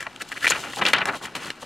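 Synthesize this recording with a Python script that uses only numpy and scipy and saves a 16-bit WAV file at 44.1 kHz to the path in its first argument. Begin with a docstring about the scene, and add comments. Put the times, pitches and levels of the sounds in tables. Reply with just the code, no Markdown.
"""In a quiet room, hands open a thin printed booklet and unfold a sheet close to a small stereo microphone.
The paper buckles in short snaps: bursts of noise ring at the pitch of the buckled patch.
It crackles while it bends (many tiny ringing clicks) and hisses where it slides over paper and skin.
Low noise that follows the bending is the push of air; a short echo and a faint room tone lie behind."""
import sys
import numpy as np
from scipy import signal
from scipy.fft import rfft, irfft, next_fast_len
from scipy.io import wavfile
from scipy.ndimage import uniform_filter1d

SR = 44100
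rng = np.random.default_rng(int(sys.argv[2]) if len(sys.argv) > 2 else 0)


def transcribe(signal):
    """Save signal, clipped to [-1, 1], as a 16-bit WAV file at the path in sys.argv[1]."""
    frames = np.atleast_2d(signal).T
    limited = np.clip(frames, -1, 1)
    pcm = np.round(limited * 32767).astype(np.int16)
    wavfile.write(sys.argv[1], SR, pcm)


def rack_gain(trim_db):
    """Turn a fader trim in dB into the linear factor to multiply a signal by."""
    fader = np.asarray(trim_db, float)
    return 10 ** (fader / 20)


N = 72765   # samples, 1.65 s

SHUT_LOW_DB = -4   # thuds and air are weaker while the booklet is shut


# The sheet buckles, one snap a row; levels are relative:
# start_s, level_db, pitch_hz (of the buckled patch), crack_db (sharpness), ring_out_ms
BUCKLES = [(0.005, -17, 1900, 2, 3.2), (0.027, -15, 1760, -0.5, 1.1), (0.0663, -15.5, 1710, -27, 2.1),
           (0.161, -22, 1910, 1, 0.88), (0.218, -15.5, 1740, 6, 2.6), (0.318, -10.5, 1870, -3.5, 0.55),
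           (0.444, -2, 1830, -19, 1.3), (0.4573, -4.5, 1730, -18, 0.98), (0.468, 0.5, 1880, -23, 1.95),
           (0.478, 0.5, 2100, 1.5, 0.45), (0.500, -4.5, 6600, -23, 1.7), (0.5063, -9.5, 800, 12, 3),
           (0.519, -4.5, 1980, -31, 1.7), (0.637, -20, 1400, -28, 3.2), (0.733, -17, 1300, -18, 2.3),
           (0.770, -16.5, 400, -42, 1.34), (0.814, -10, 1190, -39, 3.6), (0.8518, -4.5, 2230, -20, 2),
           (0.863, -5, 2900, -25, 3), (0.886, -9, 2630, 7, 1.4), (0.933, 1, 1980, -3, 2.6),
           (0.961, -16.5, 1630, -33, 3.2), (0.983, -12, 1740, -18, 2.8), (1.055, -8, 1130, 2.5, 2),
           (1.253, -15.5, 1360, -24, 1), (1.351, -23.5, 2720, 5, 6.8), (1.503, -10.5, 1710, -3.5, 1.2),
           (1.625, -23.5, 670, -35, 3.2)]


def snaps():
    """Each buckle is a dying rush of tiny slips ringing its patch, with a crack above and a soft thud below."""
    rise_ms, dull_slows = 1, 0.4   # rise at crack_db 0; dull buckles swell more slowly
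    crack_hz, crack_width_hz, thud_hz = 3500, 8700, 390
    snap_db, crack_trim_db, thud_db = -3.5, -10, -12
    shut_width, open_width, widest_hz = 0.37, 0.75, 1400   # widths as a share of the pitch
    out = np.zeros(N + 4000)
    t_ms = np.arange(4000) / SR * 1000
    crack_band = signal.butter(2, crack_hz, "high", fs=SR, output="sos")
    for start_s, level_db, pitch_hz, crack_db, ring_out_ms in BUCKLES:
        opened = openness(start_s)
        width_hz = min(pitch_hz * (shut_width + (open_width - shut_width) * opened), widest_hz)
        slips = rng.standard_normal((3, len(t_ms)))
        patch = resonance(resonance(slips[0], pitch_hz, width_hz), pitch_hz, 2 * width_hz)
        crack = resonance(signal.sosfilt(crack_band, slips[1]), crack_hz, crack_width_hz)
        thud = resonance(resonance(slips[2], thud_hz, thud_hz), thud_hz, 2 * thud_hz)

        rise = 1 - np.exp(-t_ms / (rise_ms * rack_gain(-dull_slows * crack_db)))
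        shape = rise * np.exp(-t_ms / ring_out_ms)
        shape = 0.5 * shape / shape.max()
        shape_rms = np.sqrt(np.mean(shape ** 2))
        bursts = [rms_one(part * shape) * shape_rms for part in (patch, crack, thud)]
        part_db = np.array([0, crack_db + crack_trim_db, thud_db + SHUT_LOW_DB * (1 - opened)])
        i = max(int(start_s * SR), 0)
        out[i:i + len(t_ms)] += rack_gain(level_db + snap_db + part_db) @ bursts
    return out[:N]


# A page bends, one swell and fade a row; levels are relative:
# peak_s, swell_ms, fade_ms, level_db, pitch_hz
BENDS = [(.010, 70, 65, -40.5, 1860), (0.069, 10.2, 16.6, -33, 682), (0.22, 22.7, 7.8, -29, 2041),
         (0.327, 16.3, 9, -32, 1933), (0.378, 27, 4.4, -29.5, 1890), (0.458, 52, 2.5, -21, 1805),
         (0.481, 6.6, 23, -29.5, 2302), (0.516, 25, 52.5, -22, 1896), (0.553, 5.7, 66, -28.5, 1640),
         (0.645, 51, 136, -40, 1617), (0.793, 29.4, 28, -30, 1010), (0.822, 12.9, 22, -17.5, 1593),
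         (0.864, 20, 70, -21.5, 1897), (0.937, 7.1, 55, -18, 1971), (0.982, 14.4, 38, -23.5, 1500),
         (1.017, 16.3, 29.6, -19.5, 1500), (1.092, 58, 33.5, -22, 1260), (1.142, 34.5, 41, -29.5, 1116),
         (1.214, 4.3, 34, -35.5, 1088), (1.254, 36, 60, -37, 1500), (1.353, 3.8, 32, -29, 1500),
         (1.458, 135, 81, -37.5, 1698), (1.628, 11.5, 22, -40.5, 862)]
IDLE_BEND_DB = -49   # the hands never quite rest


def crackle():
    """Clumped grains ring a few cycles at pitches scattered round the pitch of the bend."""
    idle_pitch_hz, grains_per_s = 1500, 11000   # grain rate before clumping
    spread_db, ring_cycles, clumps_db = 3, 11.6, 1.5
    shut_octaves, open_octaves = 0.22, 0.55   # scatter of the pitch
    bends, idle = strokes(BENDS), rack_gain(IDLE_BEND_DB)
    level = bends.sum(axis=0) + idle
    bend_hz = (np.array(BENDS)[:, -1] @ bends + idle_pitch_hz * idle) / level

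    # The chance of a grain wavers, so grains come in clumps
    born = rng.random(N) < grains_per_s * rack_gain(4 * drift(60)) / SR
    strength = rack_gain(spread_db * np.minimum(rng.exponential(1, N), 3))
    clicks = born * strength * rng.choice([-1, 1], N)

    # Deal each grain to the nearest of 26 pitches; those too high for the range stay silent
    pitches = np.geomspace(250, 4000, 26)
    shut = 1 - openness(np.arange(N) / SR)
    octaves = open_octaves - (open_octaves - shut_octaves) * shut * (1 - idle / level)
    grain_hz = bend_hz * 2 ** (octaves * rng.standard_normal(N))
    place = np.log(grain_hz / pitches[0]) / np.log(pitches[1] / pitches[0])
    dealt = np.maximum(np.round(place), 0)
    rings = np.zeros(N)
    for k, hz in enumerate(pitches):
        grains = clicks * (dealt == k) + 1e-18
        ring = resonance(resonance(grains, hz, hz / ring_cycles), hz, hz / 2)
        rings += ring / hz ** 0.57
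    even = rings / np.sqrt(uniform_filter1d(rings ** 2, size=700) + 1e-20)   # steady loudness
    return level * rack_gain(clumps_db * drift(62)) * even


# Page slides on page or finger, one stroke a row; levels are relative: peak_s, swell_ms, fade_ms, level_db
SLIDES = [(.015, 34, 51, -49), (.221, 28, 11, -36), (.292, 7.7, 3.2, -37.5), (.325, 8.1, 6.6, -39),
          (.378, 16, 9.3, -42.5), (.457, 57, 4.4, -33), (.508, 57, 19, -25.5), (.600, 420, 170, -40),
          (.790, 116, 22, -35.5), (.875, 53, 79, -34), (1.080, 16, 26, -37.5), (1.160, 51, 49, -41),
          (1.245, 37, 37, -37), (1.353, 3.4, 32, -32), (1.455, 113, 85, -40.5), (1.625, 31, 32, -44.5)]
# Tone colour of the friction hiss: pitch_hz, level_db (relative, per Hz)
SLIDE_COLOUR = [(1760, -14), (3000, 5), (3860, 0), (8860, -4.5), (14000, -9)]


def slide():
    """Fine friction hiss with a slightly uneven grip."""
    idle_db, grip_db = -56.5, 2.8
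    level = strokes(SLIDES).sum(axis=0) + rack_gain(idle_db)
    hiss = rms_one(colour(rng.standard_normal(N), SLIDE_COLOUR))
    return level * rack_gain(grip_db * drift(270)) * hiss


# Tone colour of the moving air: pitch_hz, level_db (relative, per Hz)
SWING_COLOUR = [(15, -54), (30, -19.5), (145, 3), (300, 3), (800, -1), (1100, -31)]


def swing():
    """Lumpy low push of air, trailing the bending."""
    swing_db, follows, lag_hz, lumps_db = -17, 0.71, 25, 2   # follows: power of the bending level
    keep = np.exp(-2 * np.pi * lag_hz / SR)
    bending = strokes(BENDS).sum(axis=0) + rack_gain(IDLE_BEND_DB)
    effort = signal.lfilter([1 - keep], [1, -keep], bending) ** follows
    shut = 1 - openness(np.arange(N) / SR)
    level_db = swing_db + SHUT_LOW_DB * shut + lumps_db * drift(18.4)
    return rack_gain(level_db) * effort * rms_one(colour(rng.standard_normal(N), SWING_COLOUR))


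def echo(paper):
    """Desk and walls: a short dull dying scatter."""
    echo_db, die_away_s, centre_hz, width_hz = -13, 0.058, 730, 7340   # falls 60 dB in die_away_s
    t = np.arange(SR // 4) / SR
    tail = resonance(rng.standard_normal(len(t)), centre_hz, width_hz) * rack_gain(-60 * t / die_away_s)
    tail = tail / np.sqrt(np.sum(tail ** 2))
    return rack_gain(echo_db) * signal.fftconvolve(paper, tail)[:N]


# Tone colour of the quiet room: pitch_hz, level_db (relative, per Hz)
ROOM_COLOUR = [(25, 4), (354, 11), (489, -27), (2990, -67), (3720, 0.5), (16000, -35)]


def room_tone():
    """Steady faint noise of the room, shaped from white noise."""
    return rack_gain(-54.5) * rms_one(colour(rng.standard_normal(N), ROOM_COLOUR))


# How wide the stereo is: pitch_hz, level_db (side signal against mid)
WIDTH = [(60, -15), (380, -19.5), (2380, -17.5), (15000, -2)]


def stereo(mid):
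    """The two ports differ by briefly scattered copies that wander at random, more so in the treble."""
    left_db, scatter_ms, wander_hz = 0.8, 1, 10   # left up, right down by left_db
    t_ms = np.arange(600) / SR * 1000
    scatter = rng.standard_normal((2, len(t_ms))) * np.exp(-t_ms / scatter_ms)
    smears = irfft(np.exp(1j * np.angle(rfft(scatter))))   # scatter the timing, leave the tone colour
    turn = np.pi * drift(wander_hz)
    first = np.cos(turn) * signal.fftconvolve(mid, smears[0])[:N]
    second = np.sin(turn) * signal.fftconvolve(mid, smears[1])[:N]
    side = colour(first + second, WIDTH)
    return rack_gain(left_db * np.array([[1], [-1]])) * np.array([mid + side, mid - side])


def strokes(rows):
    """One swell and fade a row."""
    peak_s, swell_ms, fade_ms, level_db = np.array(rows)[:, :4].T[:, :, None]
    late_ms = (np.arange(N) / SR - peak_s) * 1000
    away = np.where(late_ms < 0, -late_ms / swell_ms, late_ms / fade_ms)
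    return rack_gain(level_db) * np.clip(1 - away, 0, 1) ** 1.37


def openness(time_s):
    """Near 0 while the stiff booklet is shut (narrow crackle, little air), near 1 once it lies open."""
    opens_s, opening_s = 0.53, 0.0093
    return 1 / (1 + np.exp((opens_s - time_s) / opening_s))


def rms_one(x):
    """Scale to an average (rms) level of 1."""
    return x / np.sqrt(np.mean(x ** 2) + 1e-20)


def colour(x, points):
    """Filter by (pitch_hz, level_db) points, joined by straight lines over log pitch."""
    size = next_fast_len(N + 4096)
    hz, db = np.transpose(points)
    f = np.maximum(np.arange(size // 2 + 1) * SR / size, 1)
    gain = rack_gain(np.interp(np.log(f), np.log(hz), db))
    return irfft(rfft(x, size) * gain, size)[..., :N]


def drift(rate_hz):
    """Random wavering made by smoothing noise twice, scaled to rms 1."""
    r = np.exp(-2 * np.pi * rate_hz / SR)
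    smooth = signal.lfilter([1], [1, -2 * r, r * r], rng.standard_normal(N + 9000))
    return rms_one(smooth[9000:])   # skip the filter's start


def resonance(x, hz, width_hz):
    """Two-pole band-pass with a gain of about 1 at its peak."""
    r = np.exp(-np.pi * width_hz / SR)
    poles = [1, -2 * r * np.cos(2 * np.pi * hz / SR), r * r]
    return signal.lfilter([(1 - r * r) / 2, 0, (r * r - 1) / 2], poles, x)


def scene():
    """Paper, its echo, the push of air and the room tone, spread to stereo."""
    paper = snaps() + crackle() + slide()
    return stereo(paper + echo(paper) + swing() + room_tone())


def low_pass(x):
    """Removes everything above the highest recorded frequency."""
    return signal.sosfilt(signal.butter(12, 16200, fs=SR, output="sos"), x)


def record(dry):
    """The microphone capsules roll off the top above about 9500 Hz."""
    roll_off = signal.butter(2, 9500, fs=SR, output="sos")
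    mix = signal.sosfilt(roll_off, dry)
    return low_pass(mix)


dry = scene()
out = record(dry)
transcribe(out)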